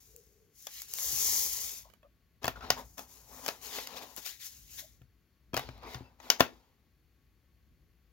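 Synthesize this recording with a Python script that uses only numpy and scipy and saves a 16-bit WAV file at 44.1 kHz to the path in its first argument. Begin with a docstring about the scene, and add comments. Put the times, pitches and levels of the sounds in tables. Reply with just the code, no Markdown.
"""Foam packing is pulled from a cardboard box of glassware on a desk, close microphone, small quiet room.
Room tone lies under all of it. Fingers rub and tick a foam block loose; it slides out in one hissing pull.
Then the hand knocks the flap, and a strip of foam catches and comes up in jerks: cells hiss, edges rasp.
Last the flap folds over, a brushed glass sings faintly and the flap clicks hard twice.
Filtered noise makes the rubbing, damped modes the snaps and box bumps; sparse reflections answer."""
import sys
import numpy as np
from scipy import signal
from scipy.fft import rfft, irfft, next_fast_len
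from scipy.io import wavfile
from scipy.ndimage import map_coordinates

SR = 44100
rng = np.random.default_rng(int(sys.argv[2]) if len(sys.argv) > 2 else 0)


def generate_wav(signal):
    """Clip the signal to [-1, 1] and save it as 16-bit WAV at the path in sys.argv[1]."""
    frames = np.transpose(np.atleast_2d(signal))
    scaled = np.clip(frames, -1, 1) * 32767
    pcm = np.round(scaled).astype(np.int16)
    wavfile.write(sys.argv[1], SR, pcm)


N = 358091


def amp(db):
    """Decibels to gain."""
    return 10 ** (np.asarray(db) / 20)


def unit(x):
    """Scales to an rms of one."""
    return x / np.sqrt(np.mean(x ** 2) + 1e-20)


def read(points, hz):
    """Reads a table along a logarithmic frequency axis."""
    f, value = np.transpose(points)
    return np.interp(np.log(hz + 1), np.log(f + 1), value)


def add(mix, start_s, sound):
    """Mixes a stereo sound in at its start time."""
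    part = mix[:, max(round(start_s * SR), 0):][:, :sound.shape[1]]
    part += sound[:, :part.shape[1]]


def placed(x, side_db):
    """Leans a sound to the left by side_db."""
    return x * amp(np.array([side_db, -side_db]).reshape(2, -1) / 2)


def wobble(size, span_s):
    """Smooth random curve of unit rms that changes over span_s."""
    width = max(int(span_s * SR), 2)
    return unit(signal.oaconvolve(rng.standard_normal(size + width + 1), np.hanning(width + 2), "valid"))


def colour(x, spectrum, size=4096):
    """Causal minimum-phase filter with the given spectrum."""
    log_gain = np.log(amp(read(spectrum, abs(np.fft.fftfreq(size, 1 / SR)))))
    taps = np.fft.ifft(np.exp(np.conj(signal.hilbert(log_gain)))).real
    return signal.oaconvolve(x, taps[None], axes=1)[:, :x.shape[1]]


# Left-right likeness of noise at the microphone: pitch_hz, likeness (1 = identical)
LIKENESS = [(100, .88), (400, .95), (1000, .84), (2500, .7), (5000, .55), (9000, .2), (16000, .15)]


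def noise(size):
    """Noise at two microphone ports: alike in the bass, nearly unrelated in the treble."""
    padded = next_fast_len(size)
    a, b = rfft(rng.standard_normal((2, padded)))
    same = np.clip(read(LIKENESS, np.linspace(0, SR / 2, len(a))), -1, 1)
    return irfft([a, same * a + np.sqrt(1 - same ** 2) * b], padded)[:, :size]


def narrow_noise(size, hz, width_hz):
    """Noise in one resonance."""
    edges = [hz - width_hz / 2, hz + width_hz / 2]
    band = signal.butter(2, edges, "bandpass", fs=SR, output="sos")
    return unit(signal.sosfilt(band, noise(size)))


FALL_DB, FALL_SHAPE = 15.5, 1.3  # a movement loses FALL_DB in its fall time, slowly at first


def swell(t, rise_s, fall_s):
    """A movement gathers speed smoothly and dies away."""
    gather = np.sin(np.pi / 2 * np.clip(t / rise_s, 0, 1)) ** 2
    return gather * amp(-FALL_DB * (np.maximum(t - rise_s, 0) / fall_s) ** FALL_SHAPE)


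# Spectrum of the quiet room: pitch_hz, level_db per Hz (relative)
ROOM_SPECTRUM = [(20, -12.5), (40, -6.5), (55, 10), (80, 0.5), (125, -3.5), (200, -9.5), (300, -13),
                 (600, -25), (1000, -29.5), (1900, -25), (3500, -30.5), (4500, -32.5), (6000, -34),
                 (15500, -35.5)]
# The box rumbles as it shifts on the desk: start_s, rise_s, fall_s, level_db
BOX_SHIFTS = [(.95, 0.17, 1, -56), (2.43, .15, 0.52, -52.5), (3.1, 0.2, .6, -62), (4.45, 0.18, 0.74, -61),
              (5.35, .3, .55, -53.5)]


def room_tone(rumble_db=-69, hiss_db=-65.0, waver_db=2.5, side_db=4.0):
    """Wavering rumble of the building under a faint hiss; the rumble swells when the box shifts."""
    t = np.arange(N) / SR
    level = amp(rumble_db + waver_db * wobble(N, .3))
    for start_s, rise_s, fall_s, db in BOX_SHIFTS:
        level = np.hypot(level, amp(db) * swell(t - start_s, rise_s, fall_s))
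    bed = unit(colour(noise(N), ROOM_SPECTRUM))
    bass = signal.sosfilt(signal.butter(1, 250, fs=SR, output="sos"), bed)
    return placed(level * bass + amp(hiss_db) * (bed - bass), side_db)


# Faint steady tones in the room: pitch_hz, width_hz, level_db
ROOM_WHINE = [(1110, 25, -93.5), (4420, 91, -91.5)]


def room_whine():
    """Steady whine: noise in narrow resonances."""
    return sum(amp(db) * narrow_noise(N, hz, width_hz) for hz, width_hz, db in ROOM_WHINE)


def friction(size, spectrum, grain_db, slip_db):
    """Countless cells catch and let go: millisecond grains, bunched into uneven slips."""
    grip = amp(grain_db * wobble(size, 0.0014) + slip_db * wobble(size, 0.019))
    return unit(colour(noise(size) * grip, spectrum))


def wall_echo(x, share=0.403, path_s=.0007, drift=0.23, span_s=.25):
    """The near box wall reflects the rubbing; the path drifts at random, so the colour shifts."""
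    at = np.arange(x.shape[1])
    late = path_s * SR * np.exp(drift * wobble(len(at), span_s))
    echo = np.array([map_coordinates(port, [at - late], order=3) for port in x])
    return unit(x + share * echo)


# Spectra of the foam's face and of its cut edge: pitch_hz, level_db per Hz (relative)
FOAM_CELLS = [(1000, -43), (2500, -27.5), (4000, -12.5), (5200, -3), (6600, 1.5), (8500, -2), (11500, -6),
              (15500, -5.5)]
FOAM_EDGE = [(700, -26), (1400, -13), (2000, -3.5), (2700, -5), (3800, -1.5), (5000, -4), (7000, -15.5),
             (12000, -27.5)]


def crackle(size, per_s=45, spread_db=4):
    """Now and then a single foam cell pops."""
    strength = amp(spread_db * np.minimum(rng.exponential(1, size), 3.5))
    pops = strength * (rng.random(size) < per_s / SR)
    pops = pops * (1 + rng.standard_normal((2, size)))  # the ports hear each pop differently
    return unit(unit(colour(pops, FOAM_EDGE)) + unit(colour(pops, FOAM_CELLS)))


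# Spectrum of the card panels: pitch_hz, level_db per Hz (relative)
CARD_PANEL = [(30, -37), (80, -19.5), (150, -11.5), (240, -2), (320, -9), (420, -1.5), (520, -3),
              (750, -5.5), (950, -2.5), (1200, -5.5), (1600, -11), (2500, -14.5), (6000, -48)]
# Rubbing makes the card drone: pitch_hz, width_hz, level_db before drone_db, relative to the panel
DRONES = [(254, 32, -10), (860, 340, -2.5)]


def rub(size, hiss_db, rasp_db, panel_db, side_db, drone_db=0, crackle_db=-11.5, panel_side_db=5):
    """Foam on card: the face hisses, the edge rasps and crackles, and the card under it rumbles."""
    foam = amp(hiss_db) * friction(size, FOAM_CELLS, grain_db=1.0, slip_db=0.89)
    edge = wall_echo(friction(size, FOAM_EDGE, grain_db=2.0, slip_db=0.5))
    foam += amp(rasp_db) * (edge + amp(crackle_db) * crackle(size))
    card = wall_echo(friction(size, CARD_PANEL, grain_db=2.5, slip_db=1.25), path_s=0.0024)
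    for hz, width_hz, db in DRONES:
        card += amp(db + drone_db) * narrow_noise(size, hz, width_hz)
    return placed(foam, side_db) + placed(amp(panel_db) * unit(card), panel_side_db)


# Short rubs and tugs of foam on card: the fingers work the block loose, reach behind the flap for
# the strip, bring it up in jerks, then press the flap down and fold it out of the way:
# start_s, rise_s, fall_s, hiss_db, rasp_db, panel_db, side_db (left over right)
RUBS = [ (0, 0.0071, 0.42, -59.5, -74.5, -82.5, 4.5), (.5, 0.16, 0.16, -52.5, -66.5, -88, 5),
        (.66, .125, 0.11, -44.5, -52, -80, 3), (2.41, 0.032, 0.097, -57, -54, -47, 6),
        (2.541, 0.031, .06, -66, -61, -53, 3.5), (2.596, 0.052, 0.13, -63, -53.5, -47.5, 5),
        (2.74, 0.053, 0.048, -51.5, -54.5, -45, 5), (2.801, 0.063, 0.25, -60.5, -82, -74, 5),
        (2.968, .018, 0.073, -47, -57, -50, 4.5), (3.048, 0.075, 0.27, -55.5, -67, -65.5, 6.5),
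        (3.219, 0.17, 0.12, -51.5, -63.5, -54, 7.5), (3.389, 0.085, .12, -46.5, -52.5, -50.5, 5.5),
        (3.59, 0.074, 0.1, -44.5, -50, -53, 9.5), (3.68, 0.087, 0.12, -41, -42, -48, 5),
        (3.84, .1, 0.21, -62.5, -58, -49.5, 21), (3.945, 0.032, 0.025, -46.5, -45, -53, 4.5),
        (3.989, 0.046, 0.025, -50, -52, -48, 4), (4.02, .06, 0.37, -58.5, -88, -83, 10.5),
        (4.163, 0.016, 0.03, -43, -50, -49.5, 11), (4.195, 0.038, 0.055, -51, -55.5, -65, 9),
        (4.241, .022, 0.089, -40, -44, -63, 8.5), (4.378, 0.048, .09, -46, -51, -87, 5.5),
        (4.425, .04, 0.04, -42, -56, -73, 7), (4.48, 0.043, 0.27, -53, -63.5, -81, 4),
        (4.64, 0.12, 0.15, -49, -59.5, -77, 5.5), (4.766, 0.028, 0.034, -41.5, -46.5, -63.5, 5.5),
        (5.54, 0.03, 0.15, -58.5, -47.5, -47.5, 1.5), (5.69, 0.099, 0.18, -87, -66, -60, 2),
        (5.812, .026, .2, -80, -57.5, -46.5, -3), (5.83, 0.097, .08, -57, -53.5, -62, 5),
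        (5.97, .05, .3, -80.5, -83, -84, 7), (6.17, 0.096, 0.31, -60.5, -58, -53, 1.5),
        (6.41, .04, .1, -71.5, -66.5, -60, 3)]


def stroke(start_s, rise_s, fall_s, hiss_db, rasp_db, panel_db, side_db):
    """One short rub: all its layers follow the same swell."""
    t = np.arange(0, rise_s + 2 * fall_s, 1 / SR)
    return start_s, swell(t, rise_s, fall_s) * rub(len(t), hiss_db, rasp_db, panel_db, side_db)


def resonance(length_s, hz, db, q, side_db=4):
    """Rubbing drives a single resonance; q is its pitch over its width."""
    size = int(length_s * SR)
    sound = amp(db) * narrow_noise(size, hz, hz / q)
    return placed(sound * signal.windows.tukey(size, .5), side_db)


# The rubbed card sings briefly: start_s, length_s, pitch_hz, level_db
CARD_GROANS = [(0, .6, 432, -72), (.112, .14, 460, -65), (1.832, 0.069, 980, -64.5),
               (1.851, 0.028, 630, -63), (2.022, 0.058, 594, -63), (2.025, .05, 1190, -70),
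               (2.553, .028, 1384, -50.5), (2.6, 0.066, 1360, -50.5), (2.765, .045, 972, -47.5),
               (4.666, 0.13, 2760, -66.5), (4.812, 0.055, 650, -63), (5.832, 0.17, 2180, -60)]


def groan(start_s, length_s, hz, db):
    """The rubbed card groans in a broad resonance."""
    return start_s, resonance(length_s, hz, db, q=6)


def ring(modes, pitch=1, size=12000):
    """Response of a set of damped modes to one blow."""
    t = np.arange(size) / SR
    sound = np.zeros(size)
    for hz, t60_s, db in modes:
        decay = np.exp(-np.log(1000) * t / t60_s)
        sound += amp(db) * decay * np.sin(2 * np.pi * hz * pitch * t)
    return sound


def burst(size, contact_s):
    """A contact tears free: a short flurry of micro-slips with an even spectrum."""
    t = np.arange(size) / SR
    shape = 2 * (t / contact_s) * np.exp(1 - 2 * t / contact_s)
    even = irfft(np.exp(1j * np.angle(rfft(noise(size) * shape))), size)  # keeps only the phases
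    return unit(even * np.sqrt(shape))


# Modes of the box wall, which knocks, and of its small stiff tab, which cracks:
# pitch_hz (before the snap's pitch factor), t60_s, level_db (relative)
WALL_MODES = [(251, 0.25, -20.5), (520, 0.016, -9.5), (726, 0.017, -2), (1058, 0.019, -4),
              (1415, 0.023, -5), (1820, 0.016, -1), (2700, 0.021, 1.5), (3450, 0.033, 0.5)]
TAB_MODES = [(745, 0.003, -3), (1420, .016, -7.5), (2100, 0.013, -6.5), (2840, .014, 1), (4700, .009, 5),
             (5180, .01, 0), (5620, .008, 2.5), (6340, .007, -2)]
# How well a knock, a crack and a tick radiate: pitch_hz, level_db (relative)
KNOCK_RADIATION = [(25, -34.5), (90, -11), (250, -6.5), (700, 6), (1800, 2.5), (3400, -3), (6000, -20.5)]
CRACK_RADIATION = [(100, -32.5), (450, -11.5), (700, -5), (2300, -1), (6500, -1), (8000, -7.5),
                   (12000, -22)]
TICK_RADIATION = [(4000, -32), (7500, 0), (11000, -8.5), (15000, -6.5)]
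# Card and foam snap: light ticks as the block comes free, the hand knocks against the flap, the strip
# catches and lets go, the flap folds over, then clicks hard twice; levels are over 10 ms:
# start_s, knock_db, crack_db, tick_db, pitch_factor, side_db (left over right)
CARD_SNAPS = [ (.163, -90, -70, -50, 0.93, 6), (0.669, -49, -40, -43, 1.21, 3.5),
              (.819, -70, -51.5, -41, 0.95, 8), (0.9375, -86, -44.5, -33, 1.03, 3),
              (0.986, -77, -43.5, -43, 0.8, 1), (1.8993, -66.5, -74, -71, .86, -13),
              (1.936, -64, -73.5, -66, .86, -12), (2.029, -64.5, -88, -79, 0.97, -2),
              (2.431, -55.5, -54, -59.5, 1.1, 9), (2.4428, -32, -38.5, -42, .97, 3.5),
              (2.4542, -37, -41, -42, 1.56, 5), (2.467, -51, -44, -51, 1, 9),
              (2.479, -27.5, -35, -36, 1, 2.5), (2.559, -63, -64, -77, 1.1, 3),
              (2.607, -52, -61, -70.5, 1, 6), (2.703, -25, -21, -28.5, 1.057, 4),
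              (2.98, -51, -50.5, -53, 1.23, 12), (2.992, -44.5, -53, -48, 0.976, 6),
              (3.4623, -46, -37.5, -40, 1.18, 7), (3.48, -39.5, -40, -38.5, 0.87, 12.5),
              (3.4865, -32, -33, -39, 0.93, 3), (3.785, -39, -50, -50, 0.76, 6.5),
              (3.872, -58, -42, -45, 1.02, 4.5), (4.1636, -66, -60, -44.5, 0.78, 12.5),
              (4.2624, -59.5, -47.5, -44.5, 1.06, 14), (5.017, -67.5, -68, -73.5, 0.51, -1.5),
              (5.532, -43.5, -55, -64, 0.936, 3), (5.542, -33, -42.5, -42, 0.93, 6),
              (5.566, -33, -34, -37.5, .95, 5), (5.574, -30.5, -36.5, -39, 1.09, 4),
              (5.593, -36, -55, -42.5, 1.1, 3), (5.688, -48, -56.5, -67, 0.88, 9),
              (5.9448, -42.5, -45.5, -56, 1.03, 3), (6.2001, -56, -61.5, -75, 1.38, 14),
              (6.3014, -28.5, -17.5, -25.5, 1.07, 6), (6.396, -40, -42, -52, 1.3, 12),
              (6.4022, -43, -36.5, -34, .35, 2), (6.405, -15.5, -23.5, -29, 1, 5.5)]
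# the more the knock outweighs the tick, the longer the contact
CONTACT_S, CONTACT_DOUBLES_DB = .0015, 28.5


def snap(start_s, knock_db, crack_db, tick_db, pitch, side_db, inside_db=-10.0,
         inside_fall_s=0.019, inside_rise_s=.0017, tick_spread=1.9, size=6000):
    """A sudden release rings wall and tab; the sound scatters round the inside of the box."""
    t = np.arange(size) / SR
    contact_s = CONTACT_S * 2 ** ((knock_db - tick_db) / CONTACT_DOUBLES_DB)
    force = burst(size, contact_s)
    wall = signal.fftconvolve(force, ring(WALL_MODES, pitch, size)[None], axes=1)[:, :size]
    tab = signal.fftconvolve(force, ring(TAB_MODES, pitch, size)[None], axes=1)[:, :size]
    tick = burst(size, contact_s * tick_spread)
    inside = noise(size) * np.exp(-t / inside_fall_s) * (1 - np.exp(-t / inside_rise_s))
    layers = ((wall, KNOCK_RADIATION, knock_db), (tab, CRACK_RADIATION, crack_db),
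              (tick, TICK_RADIATION, tick_db))
    sound = np.zeros((2, size))
    for x, radiation, db in layers:
        paths = colour(np.vstack([x, inside]), radiation, size=2048)
        direct, scattered = np.split(paths / np.linalg.norm(paths, axis=1, keepdims=True), 2)
        sound += amp(db) * (direct + amp(inside_db) * scattered)
    return start_s, placed(sound * np.sqrt(.01 * SR), side_db)  # unit energy to rms over 10 ms


# The foam block slides out of the box in one long pull: time_s, hiss_db (stands for its speed)
BLOCK_SPEED = [(.87, -53.5), (.93, -45), (1.0, -33.5), (1.15, -31.5), (1.26, -27), (1.41, -28), (1.5, -34),
               (1.68, -37), (1.789, -46), (1.88, -69.5), (2.0, -88)]
# Other layers follow the speed by their own law: level_db at full speed, slope_db per dB of hiss
RASP_LAW = (-44.5, .7)
PANEL_LAW = (-53.5, 0.76)
SHEEN_LAW = (-39, 2.4)
SHEEN_HZ, SHEEN_WIDTH_HZ = 6000, 1200  # bright band, strongest when the block slides fastest


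def long_pull(side_db=5.0, drone_db=-7):
    """The speed of the sliding block drives hiss, rasp, card and sheen together."""
    time_s, level_db = np.transpose(BLOCK_SPEED)
    t = np.arange(time_s[0], time_s[-1], 1 / SR)
    hiss_db = np.interp(t, time_s, level_db)
    below_full_db = hiss_db - level_db.max()
    rasp_db, panel_db, sheen_db = (db + slope * below_full_db for db, slope in (RASP_LAW, PANEL_LAW, SHEEN_LAW))
    sheen = placed(amp(sheen_db) * narrow_noise(len(t), SHEEN_HZ, SHEEN_WIDTH_HZ), side_db)
    sliding = rub(len(t), hiss_db, rasp_db, panel_db, side_db, drone_db) + sheen
    return time_s[0], sliding * signal.windows.tukey(len(t), .03)


# Modes of the whole box and of its side panel: pitch_hz, t60_s, level_db (relative)
BOX_MODES = [(75.6, .16, -6), (106, 0.049, -7), (123, .15, -2.5)]
SIDE_PANEL_MODES = [(165, .08, -6), (215, .05, -6), (261, .11, -1), (335, .06, -2)]
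# The box bumps on the desk: start_s, box_db, panel_db (gains on the modes)
BOX_BUMPS = [(1.13, -46.5, -54), (2.442, -38.5, -46), (2.481, -43, -40.5), (2.705, -41.5, -68),
             (4.181, -79, -52), (5.015, -48, -66), (5.536, -39.5, -34.5), (5.571, -38, -59),
             (5.69, -40.5, -45.5), (5.952, -36.5, -60), (6.008, -44.5, -45), (6.406, -38, -25.5)]


def bump(start_s, box_db, panel_db, side_db=5):
    """The box rocks on the desk and its side panel drums; the thud is high-passed so that it carries no deep
    bass."""
    thud = amp(box_db) * ring(BOX_MODES) + amp(panel_db) * ring(SIDE_PANEL_MODES)
    no_deep_bass = signal.butter(2, 65, "highpass", fs=SR, output="sos")
    return start_s, placed(signal.sosfilt(no_deep_bass, thud), side_db)


# A finger brushes the glass: start_s, length_s, pitch_hz, level_db
GLASS_BRUSHES = [(6.03, .07, 2660, -71), (6.01, .1, 4880, -78)]


def glass(start_s, length_s, hz, db):
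    """The brushed glass sings faintly in a sharp resonance."""
    return start_s, resonance(length_s, hz, db, q=35)


# Phase by which the right port trails the left: pitch_hz, lag_rad
RIGHT_PORT_LAG = [(0, 0), (150, .15), (300, .25), (550, .5), (1000, 1.1), (2000, 1.4), (16000, 1.5)]


def from_left(x):
    """The hand works on the left, so its sounds reach the right port later."""
    size = next_fast_len(N)
    lag = np.exp(-1j * read(RIGHT_PORT_LAG, np.fft.rfftfreq(size, 1 / SR)))
    return np.array([x[0], irfft(rfft(x[1], size) * lag, size)[:N]])


# Decay of the room: pitch_hz, t60_s
ROOM_DECAY = [(100, .3), (300, 0.35), (700, .18), (2000, 0.21), (6000, .19), (15000, 0.12)]


def room(x, wet_db=-19, delay_s=0.01, per_s=3000, size=16384):
    """Dense reflections from the desk and near walls, each band dying at its own speed."""
    taps = noise(size) * (rng.random(size) < per_s / SR) * (np.arange(size) > delay_s * SR)
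    hz, t, bands = signal.stft(taps, SR, nperseg=256)
    decay = np.exp(-np.log(1000) * t / read(ROOM_DECAY, hz)[:, None])
    tail = signal.istft(bands * decay, SR, nperseg=256)[1]
    tail /= np.linalg.norm(tail, axis=1, keepdims=True)
    return amp(wet_db) * signal.oaconvolve(x, tail, axes=1)[:, :N]


def scene():
    """All handling sounds, their reflections, the room tone and its whine."""
    handling = np.zeros((2, N))
    sources = ((stroke, RUBS), (groan, CARD_GROANS), (snap, CARD_SNAPS), (bump, BOX_BUMPS), (glass, GLASS_BRUSHES))
    for source, table in sources:
        for row in table:
            add(handling, *source(*row))
    add(handling, *long_pull())
    return from_left(handling) + room(handling) + room_tone() + room_whine()


# Treble response of the microphone: pitch_hz, level_db
MICROPHONE_TREBLE = [(6900, -0.5), (7500, -5.5), (8100, -10.5), (9200, -8), (10500, -1.5), (11500, 2.5)]
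CUTOFF_HZ, CEILING = 16000, .95  # band limit; level that soft overload approaches


def record(dry):
    """The microphone's bass roll-off and hollow treble, soft overload on loud peaks, then the band limit."""
    roll_off = signal.butter(2, 34, "highpass", fs=SR, output="sos")
    heard = signal.sosfilt(roll_off, colour(dry, MICROPHONE_TREBLE))
    heard = heard / (1 + (heard / CEILING) ** 4) ** .25
    low_pass = signal.firwin(511, CUTOFF_HZ, window=("kaiser", 7), fs=SR)
    return signal.oaconvolve(heard, low_pass[None], "same", axes=1)


dry = scene()
out = record(dry)
generate_wav(out)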